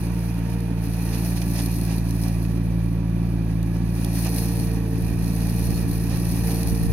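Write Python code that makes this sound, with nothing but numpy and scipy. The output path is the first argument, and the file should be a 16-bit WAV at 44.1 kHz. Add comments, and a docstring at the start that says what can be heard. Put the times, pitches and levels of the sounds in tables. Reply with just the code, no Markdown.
"""Car park, grass verge: a mini excavator creeps along with a mulching head on its boom.
The diesel drones at working speed, one exhaust pulse per firing; its fan beats against it, its covers
drum and clatter. The flails shred grass in swells, crunch tufts, snap stalks and graze something hard.
The hydraulic pump hums and whines under load. A light breeze buffets two microphone ports."""
import sys
import numpy as np
from scipy import signal
from scipy.fft import rfft, irfft, next_fast_len
from scipy.io import wavfile

SR = 44100
rng = np.random.default_rng(int(sys.argv[2]) if len(sys.argv) > 2 else 0)


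def dump_mix(stems):
    """Bounce the given channels to the path in sys.argv[1] as a 16-bit WAV at rate SR."""
    frames = np.atleast_2d(stems).T  # one column per channel
    limited = np.clip(frames, -1, 1)  # hard clip at full scale
    pcm = np.round(limited * 32767).astype(np.int16)
    wavfile.write(sys.argv[1], SR, pcm)


N = 305172
TIME_S = np.arange(N) / SR
FFT_SIZE = 2 * next_fast_len(N // 2 + 4096)
BINS_HZ = np.maximum(np.arange(FFT_SIZE // 2 + 1) * SR / FFT_SIZE, 1)

# All table levels are relative.
# Diesel speed under the governor. Each row: time in seconds, firing rate in Hz.
FIRING_HZ = [(0.0, 57.22), (0.42, 57.07), (0.6, 58.07), (0.8, 56.22), (1.33, 57.61), (1.66, 57.13),
             (1.86, 55.9), (2.05, 56.67), (3.1, 56.46), (3.29, 57.38), (3.49, 55.06), (3.85, 57.21),
             (4.1, 56.35), (4.47, 57.44), (4.91, 55.81), (5.15, 56.92), (5.42, 56.42), (5.73, 57.72),
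             (5.98, 56.33), (6.3, 57.05), (6.92, 57.08)]
# Engine load, rising as the machine nears. Each row: time in seconds, exhaust in dB, drumming in dB.
ENGINE_LOAD = [(0, -23.5, -35), (.9, -24, -34.5), (1.45, -23, -33), (2.8, -22, -33.5), (4.1, -22.5, -32.5),
               (6.92, -23, -32.5)]
# Exhaust pulse, its upper orders, fan and gears. Each row: multiple of the firing rate, level in dB.
EXHAUST_ORDERS = [(1, 1.5), (2, 1.5), (3, 0.57)]
BARK_ORDERS = [(4, -39.5), (5, -34.5), (6, -42), (7, -58.5)]
FAN_ORDERS = [(3.36, -40), (4.888, -39.5), (6.33, -46.5), (9.776, -53.5), (17, -58), (20, -57.5),
              (29.3, -63), (30, -59), (34, -63.5)]
# Grass feed into the head. Each row: time in seconds, shredding in dB.
GRASS_FEED = [(0.0, -48), (0.55, -52.5), (0.75, -57), (0.87, -46.5), (1.15, -42.5), (1.6, -42.5),
              (2.3, -47.5), (2.55, -54.4), (2.95, -59.5), (3.8, -55.8), (4.0, -47), (4.26, -38),
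              (4.6, -42.5), (4.92, -52), (5.3, -43.5), (5.75, -42), (5.9, -45.5), (6.52, -39), (6.92, -46)]
# Tough tufts. Each row: centre in seconds, half length in seconds, chopping in dB, crunching in dB.
TOUGH_TUFTS = [(1.145, 0.026, -43, -40), (1.375, .016, -49, -39), (1.421, 0.0057, -49, -34.5),
               (1.562, .01, -43, -37), (1.594, 0.018, -32, -35.5), (1.92, 0.032, -39.5, -42.5),
               (2.27, 0.037, -48, -56), (4.178, 0.011, -40, -45), (4.266, 0.017, -33, -49),
               (6.13, 0.042, -41, -44.5), (6.506, 0.019, -41, -42)]
# Flail hits on stalks and grit. Each row: start in seconds, level in dB.
STALK_HITS = [(0.498, -46), (0.6044, -44), (0.9355, -42.5), (1.6594, -33.5), (1.9817, -38), (2.108, -38.5),
              (2.2363, -37.5), (2.283, -39), (2.3446, -44), (3.0963, -52), (3.6287, -42.5), (4.0463, -31.5),
              (4.3865, -41), (5.405, -40), (6.6313, -34)]
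# Blade grazes. Each row: centre in seconds, half length in seconds, pitch in Hz, level in dB.
BLADE_GRAZES = [(5.755, .022, 4330, -44), (5.765, .016, 6950, -42)]
# Open hydraulic valves. Each row: start in seconds, end in seconds, hum in dB, whine in dB.
VALVE_OPENINGS = [(0, .4, -53, -53), (0.43, 1.17, -47, -55), (4.263, 4.965, -43, -60),
                  (5.022, 6.203, -46.5, -68), (6.378, 6.92, -41, -62)]
# Gusts. Each row: centre in seconds, half length in seconds, level in dB.
WIND_GUSTS = [(3.56, .15, -45), (4.6, .15, -42), (5.1, 0.15, -33), (5.71, 0.22, -34.5), (6.253, 0.36, -38),
              (6.89, 0.31, -32)]
# Source spectra. Each row: frequency in Hz, spectral density in dB.
DRUMMING_SPECTRUM = [(30, -19), (90, -31.5), (140, 2), (195, 4), (240, 0.5), (300, -1.5), (370, -10.5),
                     (480, -31), (800, -47)]
CLATTER_SPECTRUM = [(200, 1.5), (450, 3), (700, 0.5), (950, -4), (1350, -9.5), (1700, -9.5), (2150, -11),
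                    (2600, -16.5), (3100, -11), (4500, -14.5), (7000, -36), (16000, -39)]
SHRED_SPECTRUM = [(300, 3), (1500, -22), (2200, 1), (3000, -3), (4500, 4.5), (9000, 0.5), (16000, 1.5)]
CHOP_SPECTRUM = [(150, -8.5), (450, -2), (800, 3), (1100, -6), (1400, -10), (1900, -2), (2150, -18.5),
                 (2600, -6), (3500, -8), (7000, -8.5), (16000, -51)]
CRUNCH_SPECTRUM = [(500, -28), (1500, -3), (3300, 4.5), (5500, 4.5), (7000, -0.5), (10000, -8),
                   (16000, -20)]
SNAP_SPECTRUM = [(500, -17), (2300, -6), (3800, 4), (6000, 1), (9000, -5), (12000, -4), (16000, -3)]
OIL_SPECTRUM = [(300, -17), (550, -2.5), (800, 11.5), (1000, -11.5), (1400, -3), (1700, -15), (2200, -27),
                (5000, -14)]
HISS_SPECTRUM = [(500, -26), (1000, -7.5), (1500, 1.5), (2100, -3.5), (2600, 3), (3500, -7.5), (8000, -21)]
BREEZE_SPECTRUM = [(15, -11), (35, -12), (65, 0.5), (100, -3.5), (160, -6), (300, -28.5), (1000, -90)]
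# Resonances of panels and oil flow. Each row: centre in Hz, width in Hz, gain in dB.
PANEL_RESONANCES = [(1860, 63, 0), (2176, 115, -17.5), (2380, 490, 13.5), (3830, 99, 0)]
OIL_RESONANCES = [(1846, 20, 40), (2460, 120, 10), (830, 76, 2.3)]
# Narrow treble peaks of the microphone ports, colouring the shredding.
# Each row: centre in Hz, width in Hz, gain in dB.
PORT_RIPPLE_PEAKS = [(4250, 230, 7.7), (5170, 100, 2.9), (5960, 160, 2.8), (11460, 400, 1.1),
                     (14720, 210, 16.8), (15650, 300, 5.5)]
# Microphone port responses. Each row: frequency in Hz, gain in dB.
LEFT_RESPONSE = [(55, -2.5), (120, -0.06), (300, 0.66), (600, 0), (2400, -6.5), (3800, -10), (4500, -6.5),
                 (6800, -7), (7400, -25), (8050, -6), (9200, 15.5), (10400, 7), (12100, 11), (13400, -5),
                 (16000, -10)]
RIGHT_RESPONSE = [(55, 0.5), (120, -0.6), (300, 2), (600, 4), (2500, 2.5), (3200, -2.5), (4400, 2),
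                  (6000, 3), (6850, -1), (7500, -13), (8700, -12), (9700, -8.5), (10900, 8.5), (12300, 0.5),
                  (13200, -7), (16000, -14)]
# Likeness of the ports. Each row: frequency in Hz, correlation (negative in opposite phase).
PORT_CORRELATION = [(100, 1), (500, 0.96), (1100, 0.84), (1600, 0.77), (2500, 0.31), (3200, -0.13),
                    (3900, 0.45), (4350, -0.71), (5800, -0.82), (6700, 0.1), (8500, -0.51), (9700, 0.48),
                    (10800, 1), (13300, 0.63), (15000, 0.6)]


def diesel(firings, exhaust_db, drumming_db):
    """Exhaust orders sum to one pulse per firing; upper orders and fan swell with load."""
    throb = -tones(firings, EXHAUST_ORDERS, waver_db=0.46, waver_hz=7.7)
    throb *= from_db(exhaust_db - 2.5 + 0.22 * drift(35))
    bark = -tones(firings, BARK_ORDERS, waver_db=1.0, waver_hz=15.4)
    fan = tones(firings + 0.0035 * drift(2.6), FAN_ORDERS, waver_db=2.0, waver_hz=6.5)
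    return throb + (bark + fan) * from_db(1.57 * (drumming_db + 31.5))


def bodywork(firings, drumming_db):
    """Each firing shakes the covers: low drumming, plus valve and track clatter ringing in the panels."""
    shake = np.cos(2 * np.pi * firings)
    drumming = rms_one(colour(noise() * from_db(2.8 * shake), DRUMMING_SPECTRUM))
    knocks = grains(12000, size_db=3.0, cap=2.8) * from_db(-.6 * shake + drift(26))
    steps_per_turn = 1550  # valve knocks repeat each crankshaft turn (two firings)
    valve_gear = knocks[:, (firings / 2 * steps_per_turn).astype(int) % steps_per_turn]
    clatter = rms_one(colour(knocks + from_db(-8.5) * valve_gear, CLATTER_SPECTRUM, PANEL_RESONANCES))
    return drumming * from_db(drumming_db - 1.0) + clatter * from_db(-45.0)


def mulcher():
    """Grass tears in clumps, a tick per blade; thick growth adds duller chopping under the hood."""
    feed_db, = in_time(GRASS_FEED)
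    uneven_db = drift(15)
    shred_gain = from_db(feed_db + .5 * uneven_db + 2.5)
    chop_gain = from_db(-41.5 + 0.57 * (feed_db - feed_db.mean()) + uneven_db)
    chop_gain += sum(from_db(db) * swell(at_s, half_s) for at_s, half_s, db, _ in TOUGH_TUFTS)
    clumps = from_db(2.54 * drift(200) + 1.8 * drift(9.3))
    ticks = grains(22000, size_db=2.0, cap=4.9) * clumps
    shredding = rms_one(colour(ticks, SHRED_SPECTRUM, PORT_RIPPLE_PEAKS))
    chops = grains(9000, size_db=0.0, cap=1.7) * from_db(1.67 * drift(34))
    chopping = rms_one(colour(chops, CHOP_SPECTRUM, PANEL_RESONANCES))
    return shredding * shred_gain + chopping * chop_gain * from_db(-5.0)


def crunches():
    """A tough tuft gives a short, dense burst of cracks."""
    bursts = sum(from_db(db) * swell(at_s, half_s) for at_s, half_s, _, db in TOUGH_TUFTS)
    cracks = grains(12000, size_db=1.5, cap=3)
    return bursts * rms_one(colour(cracks, CRUNCH_SPECTRUM))


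def snaps(crack_s=0.0023, tail_s=0.0056, tail_db=-14.5):
    """A stalk breaks: sharp crack of splinters, faint tail."""
    splinters, age_s = np.zeros((2, N)), TIME_S[:SR // 20]
    decay = np.exp(-age_s / crack_s) + from_db(tail_db) * np.exp(-age_s / tail_s)
    for start_s, db in STALK_HITS:
        at = round(start_s * SR)
        signs = rng.choice([-1, 1], (2, len(age_s)))
        splinters[:, at:at + len(age_s)] += from_db(db + 7.5) * decay * signs
    return colour(splinters, SNAP_SPECTRUM)


def squeaks():
    """A blade grazes something hard and sings briefly, unsteady in pitch."""
    wobble_rad = 0.62 * drift(60)
    return sum(from_db(db) * swell(at_s, half_s) * np.sin(2 * np.pi * hz * TIME_S + wobble_rad)
               for at_s, half_s, hz, db in BLADE_GRAZES)


def pump_gains(rise_s=0.043, fall_s=0.2):
    """Hum and whine follow pressure: up as a valve opens, back to idle once it shuts."""
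    hum, whine = from_db(-59), from_db(-64.5)  # idle
    for start_s, end_s, hum_db, whine_db in VALVE_OPENINGS:
        pressure = np.clip(np.minimum((TIME_S - start_s) / rise_s, 1 - (TIME_S - end_s) / fall_s), 0, 1)
        hum = np.maximum(hum, pressure * from_db(hum_db))
        whine = np.maximum(whine, pressure * from_db(whine_db))
    return hum, whine


def pump(firings):
    """Pressure ripple at order 8 beats with a line just below; oil sings and hisses through the valves."""
    hum_gain, whine_gain = pump_gains()
    cycles = firings + 0.0022 * drift(12)
    hum = tones(cycles, [(8, 1.5), (7.75, -9), (32, -16)], waver_db=2.0, waver_hz=12)
    whine = tones(cycles, [(16, 2.0)], waver_db=2.0, waver_hz=7)
    oil = from_db(-9.5) * rms_one(colour(noise(), OIL_SPECTRUM, OIL_RESONANCES))
    hiss = from_db(3.0) * rms_one(colour(noise(), HISS_SPECTRUM))
    return hum * hum_gain + whine * whine_gain + spread(oil * hum_gain + hiss * whine_gain)


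def breeze():
    """Lumpy low buffeting, partly shared by the ports; gusts over a steady breeze."""
    gusts = sum(from_db(db) * swell(at_s, half_s) for at_s, half_s, db in WIND_GUSTS)
    strength = from_db(-47.5) + gusts
    puffs = noise() + from_db(-4.5) * noise()[0]
    return rms_one(colour(puffs, BREEZE_SPECTRUM)) * strength * from_db(3.5 + 3.2 * drift(20))


def tones(cycles, orders, waver_db, waver_hz):
    """Stereo engine orders, each wavering in level; left lags in phase."""
    lag_rad = np.array([[.3], [0]])
    return sum(from_db(db + waver_db * drift(waver_hz)) * np.cos(2 * np.pi * order * cycles - lag_rad)
               for order, db in orders)


def grains(per_s, size_db, cap):
    """Two random click trains, rms 1; sizes spread over size_db * cap decibels, mostly small."""
    sizes = from_db(size_db * np.minimum(rng.exponential(1, (2, N)), cap))
    hits = rng.random((2, N)) < per_s / SR
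    return rms_one(hits * sizes * rng.choice([-1, 1], (2, N)))


def noise():
    """Two independent white noises."""
    return rng.standard_normal((2, N))


def drift(rate_hz):
    """Slow random wander, rms 1: noise through a double one-pole low-pass."""
    hop, settle = 40, 2000
    pole = np.exp(-2 * np.pi * hop * rate_hz / SR)
    white = rng.standard_normal(N // hop + settle + 2)
    slow = signal.lfilter([1], [1, -2 * pole, pole * pole], white)[settle:]
    return np.interp(np.arange(N) / hop, np.arange(len(slow)), rms_one(slow))


def swell(at_s, half_s):
    """Bell-shaped envelope."""
    return np.exp(-np.minimum(((TIME_S - at_s) / half_s) ** 2, 20))


def colour(x, spectrum, resonances=()):
    """Minimum-phase filter: spectrum plus resonances."""
    peaks_db = sum(db / (1 + (2 * (BINS_HZ - hz) / width_hz) ** 2) for hz, width_hz, db in resonances)
    cepstrum = irfft(np.log(from_db(at_bins(spectrum) + peaks_db)))
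    cepstrum[1:FFT_SIZE // 2] *= 2
    cepstrum[FFT_SIZE // 2 + 1:] = 0
    return irfft(rfft(x, FFT_SIZE) * np.exp(rfft(cepstrum)))[..., :N]


def spread(pair):
    """Mix two independent signals to left and right with the ports' correlation."""
    mid, side = rfft(pair, FFT_SIZE)
    alike = at_bins(PORT_CORRELATION)
    return irfft(np.sqrt((1 + alike) / 2) * mid + np.sqrt((1 - alike) / 2) * side * [[1], [-1]])[:, :N]


def in_time(rows):
    """Interpolate each column to every sample."""
    times_s, *columns = np.transpose(rows)
    return [np.interp(TIME_S, times_s, column) for column in columns]


def at_bins(rows):
    """Interpolate to the FFT bins in log frequency."""
    hz, values = np.transpose(rows)
    return np.interp(np.log(BINS_HZ), np.log(hz), values)


def from_db(db):
    """Decibels to gain."""
    return 10 ** (db / 20)


def rms_one(x):
    """Scale to rms 1."""
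    return x / np.sqrt(np.mean(x ** 2) + 1e-20)


def scene():
    """Engine speed drives diesel, pump and bodywork; cutting and breeze add on top."""
    firings = np.cumsum(in_time(FIRING_HZ)[0]) / SR
    exhaust_db, drumming_db = in_time(ENGINE_LOAD)
    fade_in = np.minimum(TIME_S / .006, 1)
    drone = (diesel(firings, exhaust_db, drumming_db) + pump(firings)) * fade_in
    cutting = mulcher() + crunches() + snaps()
    return drone + spread(bodywork(firings, drumming_db) + cutting) + squeaks() + breeze()


def record(dry):
    """Each port colours its channel; a steep low-pass cuts the top."""
    cutoff_hz = 15900
    heard = np.array([colour(dry[0], LEFT_RESPONSE), colour(dry[1], RIGHT_RESPONSE)])
    return signal.sosfilt(signal.ellip(10, .2, 80, cutoff_hz, fs=SR, output="sos"), heard)


dry = scene()
out = record(dry)
dump_mix(out)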